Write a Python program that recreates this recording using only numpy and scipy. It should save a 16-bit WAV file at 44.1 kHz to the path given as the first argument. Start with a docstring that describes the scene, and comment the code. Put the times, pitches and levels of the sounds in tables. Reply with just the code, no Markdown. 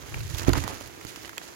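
"""A hand-held phone brushes through large stiff leaves in a breezy open field.
From the start the field hisses softly, gusts rumble on the two microphone openings (ports),
and leaf blades rub and bend. Soon the blades begin to buckle with sharp snaps. Half a second in,
at the height of the gusts, one knocks on the right port and shakes the phone.
Then the wind and rustling die down, while scattered snaps go on almost to the end."""
import sys
import numpy as np
from scipy import signal
from scipy.fft import rfft, irfft, next_fast_len
from scipy.io import wavfile
from scipy.ndimage import uniform_filter1d

SR = 44100
rng = np.random.default_rng(int(sys.argv[2]) if len(sys.argv) > 2 else 0)


def int16_out(signal):
    """Quantize to a 16-bit WAV file."""
    q = np.round(np.clip(np.atleast_2d(signal).T, -1, 1) * 32767)
    wavfile.write(sys.argv[1], SR, q.astype(np.int16))


N = 68355
PORT_LAG_S = 0.000411  # leaf sounds reach the left port this much later


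def undb(db):
    """Turn decibels into a number to multiply by."""
    return 10 ** (np.asarray(db) / 20)


def unit(x):
    """Scale a sound so that its average strength (rms) is 1."""
    return x / np.sqrt(np.mean(x ** 2))


def curve(rows):
    """A volume that glides through points of (seconds, dB)."""
    return undb(np.interp(np.arange(N) / SR, *np.array(rows).T))


def colour(x, points):
    """Shape the tone with a filter that passes through points of (Hz, dB)."""
    size = next_fast_len(2 * N, real=True)
    hz, db = np.array(points).T
    gain = undb(np.interp(np.log(np.fft.rfftfreq(size, 1 / SR) + 1), np.log(hz), db))
    # These steps make the filter ring only after a sound, never before it.
    cepstrum = irfft(np.log(gain), size)
    cepstrum[1:size // 2] *= 2
    cepstrum[size // 2 + 1:] = 0
    return irfft(rfft(x, size) * np.exp(rfft(cepstrum)), size)[..., :N]


def wander(per_s):
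    """Random values joined by straight lines, per_s of them a second."""
    return np.interp(np.arange(N) / SR * per_s, np.arange(N), rng.standard_normal(N))


def ports(pair, likeness=0.29):
    """Make two unrelated sounds partly alike: the left gets a late copy of the right."""
    left, right = pair
    late = np.interp(np.arange(N) - PORT_LAG_S * SR, np.arange(N), right)
    return np.array([likeness * late + np.sqrt(1 - likeness ** 2) * left, right])


def field():
    """The breeze in distant plants makes a soft, slightly wavering hiss."""
    # Tone of the hiss. Each row: frequency in Hz, gain in dB.
    hiss_tone = [(30,-15),(100,-5),(200,0),(260,-4.5),(335,7),(500,-5),(1000,-8.5),(2000,-6),(4000,-17),(7000,-14.5),(8200,-24),(16000,-19.5)]
    left_db, right_db = -50.5, -47
    hiss = unit(colour(rng.standard_normal((2, N)), hiss_tone))
    return hiss * undb(wander(per_s=7.85)) * undb([[left_db], [right_db]])


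def wind():
    """Swirls of air rumble on each port separately, as strongly as the gust there."""
    # Wind pressure at the left and right ports. Each row: time in seconds, level in dB.
    gust_left = [(0,-79),(.05,-69),(.085,-46.5),(.135,-36),(.158,-35.5),(.27,-33),(.31,-48),(.52,-40),(.58,-36),(.68,-47.5),(.95,-61),(1.28,-55),(1.38,-78),(1.55,-76)]
    gust_right = [(0,-41),(.11,-46.5),(.14,-33.5),(.215,-30),(.25,-39),(.34,-27.5),(.39,-33.5),(.47,-30.5),(.505,-18),(.55,-24),(.635,-30.5),(.665,-39),(.755,-42.5),(.79,-54),(.86,-40.5),(.91,-57.5),(1.29,-52.5),(1.37,-59),(1.55,-67)]
    # Tone of the rumble. Each row: frequency in Hz, gain in dB.
    rumble_tone = [(20,-29),(35,-24),(52,-1),(105,-1),(150,-4.5),(210,-32.5),(320,-25),(500,-38),(2000,-60)]
    swirls = colour(rng.standard_normal((2, N)), rumble_tone)
    steady = swirls / np.sqrt(uniform_filter1d(swirls ** 2, size=2200))  # even out over 50 ms
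    return steady * np.array([curve(gust_left), curve(gust_right)])


def friction(tone, slips_per_s, spread_db, hiss, spurt_db, fade_s=0.00036):
    """Leaf ribs catch and slip: tiny uneven bursts over a smooth hiss, in quick spurts."""
    happens = rng.random(N) < slips_per_s / SR
    slips = happens * undb(spread_db * np.minimum(rng.exponential(size=N), 5))
    power = signal.lfilter([1], [1, -np.exp(-2 / (fade_s * SR))], slips ** 2)
    spurts = undb(spurt_db * wander(per_s=90))
    strength = np.sqrt(power / power.mean() + hiss ** 2) * spurts
    return unit(colour(ports(strength * rng.standard_normal((2, N))), tone))


def crackle(ticks_per_s=140, spread_db=3.5, fade_s=0.00018):
    """Single leaf fibres tick at random, each a tiny burst of noise."""
    # Tone of the ticks. Each row: frequency in Hz, gain in dB.
    tick_tone = [(300,-19),(2000,-5),(6900,0),(8200,-11),(11500,-8.5),(16000,-3.5)]
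    happens = rng.random(N) < ticks_per_s / SR
    ticks = happens * undb(spread_db * np.minimum(rng.exponential(size=N), 4))
    fading = signal.lfilter([1], [1, -np.exp(-1 / (fade_s * SR))], ticks)
    return unit(colour(ports(fading * rng.standard_normal((2, N))), tick_tone))


def leaves():
    """Blades slide with a bright rustle and bend with a hollow one; the left port is sheltered."""
    # Strength of the sliding and of the bending. Each row: time in seconds, level in dB.
    slide_levels = [(0,-51),(.10,-42.5),(.17,-43),(.215,-39),(.255,-47.5),(.33,-38),(.395,-33),(.455,-43.5),(.487,-39),(.52,-41.5),(.585,-36),(.615,-37.5),(.66,-48.5),(.685,-36.5),(.72,-41),(.78,-42.5),(.90,-50),(1.0,-50.5),(1.063,-46.5),(1.072,-42),(1.135,-44),(1.15,-48),(1.21,-47.5),(1.252,-38.5),(1.275,-48),(1.34,-49.5),(1.42,-47.5),(1.46,-45),(1.55,-51)]
    bend_levels = [(0,-47.5),(.15,-43.5),(.28,-49.5),(.40,-37.5),(.455,-35.5),(.487,-23),(.52,-37.5),(.555,-32),(.582,-25),(.61,-39),(.69,-33),(.73,-35.5),(.88,-46.5),(1.0,-50),(1.2,-49),(1.3,-49),(1.36,-66),(1.45,-47),(1.55,-49)]
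    # Tones of sliding, bending and the left port's shelter. Each row: frequency in Hz, gain in dB.
    slide_tone = [(200,-28.5),(900,-15),(2000,-2.5),(3000,-2.5),(4000,-2.5),(5000,-3.5),(6900,0),(8100,-11.5),(11500,-7),(16000,-25)]
    bend_tone = [(100,2.5),(200,0),(310,6),(520,-0.5),(900,-2),(1400,-3.5),(2000,-5.5),(3000,-11.5),(8000,-37.5)]
    shelter_tone = [(200,-12.5),(1200,-0.5),(2300,-10.5),(4700,-6.5),(6800,-15),(8500,-5.5),(16000,-12)]
    slide = friction(slide_tone, slips_per_s=2500, spread_db=1.5, hiss=0.47, spurt_db=3)
    slide += crackle() * undb(-8)
    bend = friction(bend_tone, slips_per_s=910, spread_db=2.5, hiss=0.83, spurt_db=3.5)
    left, right = slide * curve(slide_levels) + bend * curve(bend_levels)
    return np.array([colour(left, shelter_tone), right])


def snaps(ring_s=0.00098, grit=0.97, gain_db=-1):
    """A blade buckles: a jolt and a short gritty crack make it ring at two pitches."""
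    # Buckling blades. Each row: start in seconds, relative level in dB, low and high pitch in Hz,
    # gain of the bare crack in dB, its fade time in seconds, how much louder the right is in dB.
    buckles = [(.143,-27.5,2360,2730,-1.5,0.0025,-2),(.206,-29,2650,4200,-3,0.0036,8),(0.31,-27,6600,11300,-12,0.0011,16),(0.347,-27.5,985,3900,6,0.0024,8),(0.396,-29,3100,5430,10,0.0028,12),(.449,-33,1970,4100,11,.0012,11),(.4755,-21.5,1900,6540,-4,0.001,22),(0.48,-15.5,805,2100,-3,0.0035,35),(0.4922,-17.5,1010,2020,5,0.0017,29),(0.533,-18.5,4700,6700,5.5,0.0011,0),(0.5347,-15,1080,1260,-4.5,0.0031,5),(0.577,-34.5,1400,2260,9,0.0039,-2.5),(.603,-27,6800,10500,2,0.0011,2),(.638,-23.5,1300,1920,1.5,0.0054,6),(0.678,-21,1210,2000,6,0.0017,22),(.809,-27,6800,11200,-7,.0015,8),(0.86,-37,1830,6760,10,0.002,6),(0.875,-38,6860,11900,9,0.0018,8),(1.012,-34.5,2030,2490,0,0.0053,8),(1.0497,-30.5,1490,3000,9.5,0.0015,11),(1.068,-28,4650,6730,-11,0.0026,20),(1.16,-34.5,3350,5470,11,0.0022,5),(1.248,-27.5,2120,2900,-23,0.0077,22),(1.278,-34.5,2150,4400,7,.0015,12),(1.293,-27,1650,1940,3,0.0025,8),(1.332,-30.5,1430,1600,-21,0.0031,11),(1.375,-28,1060,1740,-12,0.00062,11),(1.3799,-20.5,7530,13900,0,0.0012,20),(1.3805,-19.5,2580,3280,-5,0.0029,5.5),(1.415,-30.5,1000,1660,-25,.003,2)]
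    # Tone of all the snaps. Each row: frequency in Hz, gain in dB.
    snap_tone = [(100,-13.5),(500,-2),(1300,-0.5),(3000,-1),(7000,-2.5),(8300,-10.5),(12000,-5),(16000,-12.5)]
    out, t = np.zeros((2, N)), np.arange(2048) / SR
    jolt, lag = (t == 0), int(PORT_LAG_S * SR)
    for start, db, low_hz, high_hz, crack_db, fade_s, right_db in buckles:
        crack = rng.standard_normal((2, len(t))) * np.exp(-t / fade_s)
        force = grit * crack / np.sqrt(fade_s * SR / 2) + jolt
        pitches = np.sin(2 * np.pi * np.outer([low_hz, high_hz], t)).sum(axis=0)
        blade = pitches * np.exp(-t / ring_s)
        ring = signal.fftconvolve(force, blade[None], axes=1)[:, :len(t)]
        left, right = ring + undb(crack_db) * crack
        at = int(start * SR)
        out[0, at + lag:at + lag + len(t)] += undb(db - right_db) * left
        out[1, at:at + len(t)] += undb(db) * right
    return undb(gain_db) * colour(out, snap_tone)


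def knocks(left_db=-39):
    """A blade knocks softly on the right port, and each push sets the phone shuddering."""
    # Touches of the blade. Each row: start in seconds, peak push in dB, length in seconds.
    touches = [(0.483,1.5,0.0021),(0.4904,-9,.003),(.494,-5.5,0.0021),(0.4966,-5.5,0.0083),(0.5083,-11,.009),(0.5745,-14.5,0.00365),(0.644,-17,0.0032),(1.0503,-24.5,0.003)]
    # Tone of the thump at the port. Each row: frequency in Hz, gain in dB.
    thump_tone = [(15,4),(50,-6),(105,0),(205,-2),(290,1.5),(480,-5),(1000,1),(4000,-12)]
    # How the held phone rings. Each row: pitch in Hz, seconds to fade by 60 dB, gain in dB.
    phone_rings = [(54.7,0.3,4.5),(105.6,0.25,2.5),(282,0.7,1.5),(346.4,.25,-2.5)]
    t = np.arange(N) / SR
    push, shudder = np.zeros((2, N))
    for start, db, length_s in touches:
        progress = np.clip((t - start) / length_s, 0, 1)
        push += undb(db) * np.sin(np.pi * progress) ** 2
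    for hz, fade_s, db in phone_rings:
        sharpness = np.pi * hz * fade_s / np.log(1000)
        shudder += undb(db) * signal.lfilter(*signal.iirpeak(hz, sharpness, fs=SR), push)
    return (colour(push, thump_tone) + shudder) * undb([[left_db], [0]])


def scene():
    """Add up everything that reaches the left and right ports."""
    return wind() + field() + leaves() + knocks() + snaps()


def record(dry, low_hz=31, top_hz=16000):
    """The phone drops the deepest rumble, clips peaks at full scale and cuts the highest treble."""
    low_cut = signal.butter(2, low_hz, "highpass", fs=SR, output="sos")
    top_cut = signal.ellip(8, .2, 70, top_hz, fs=SR, output="sos")
    clipped = np.clip(signal.sosfilt(low_cut, dry), -1, 1)
    return signal.sosfilt(top_cut, clipped)


dry = scene()
out = record(dry)
int16_out(out)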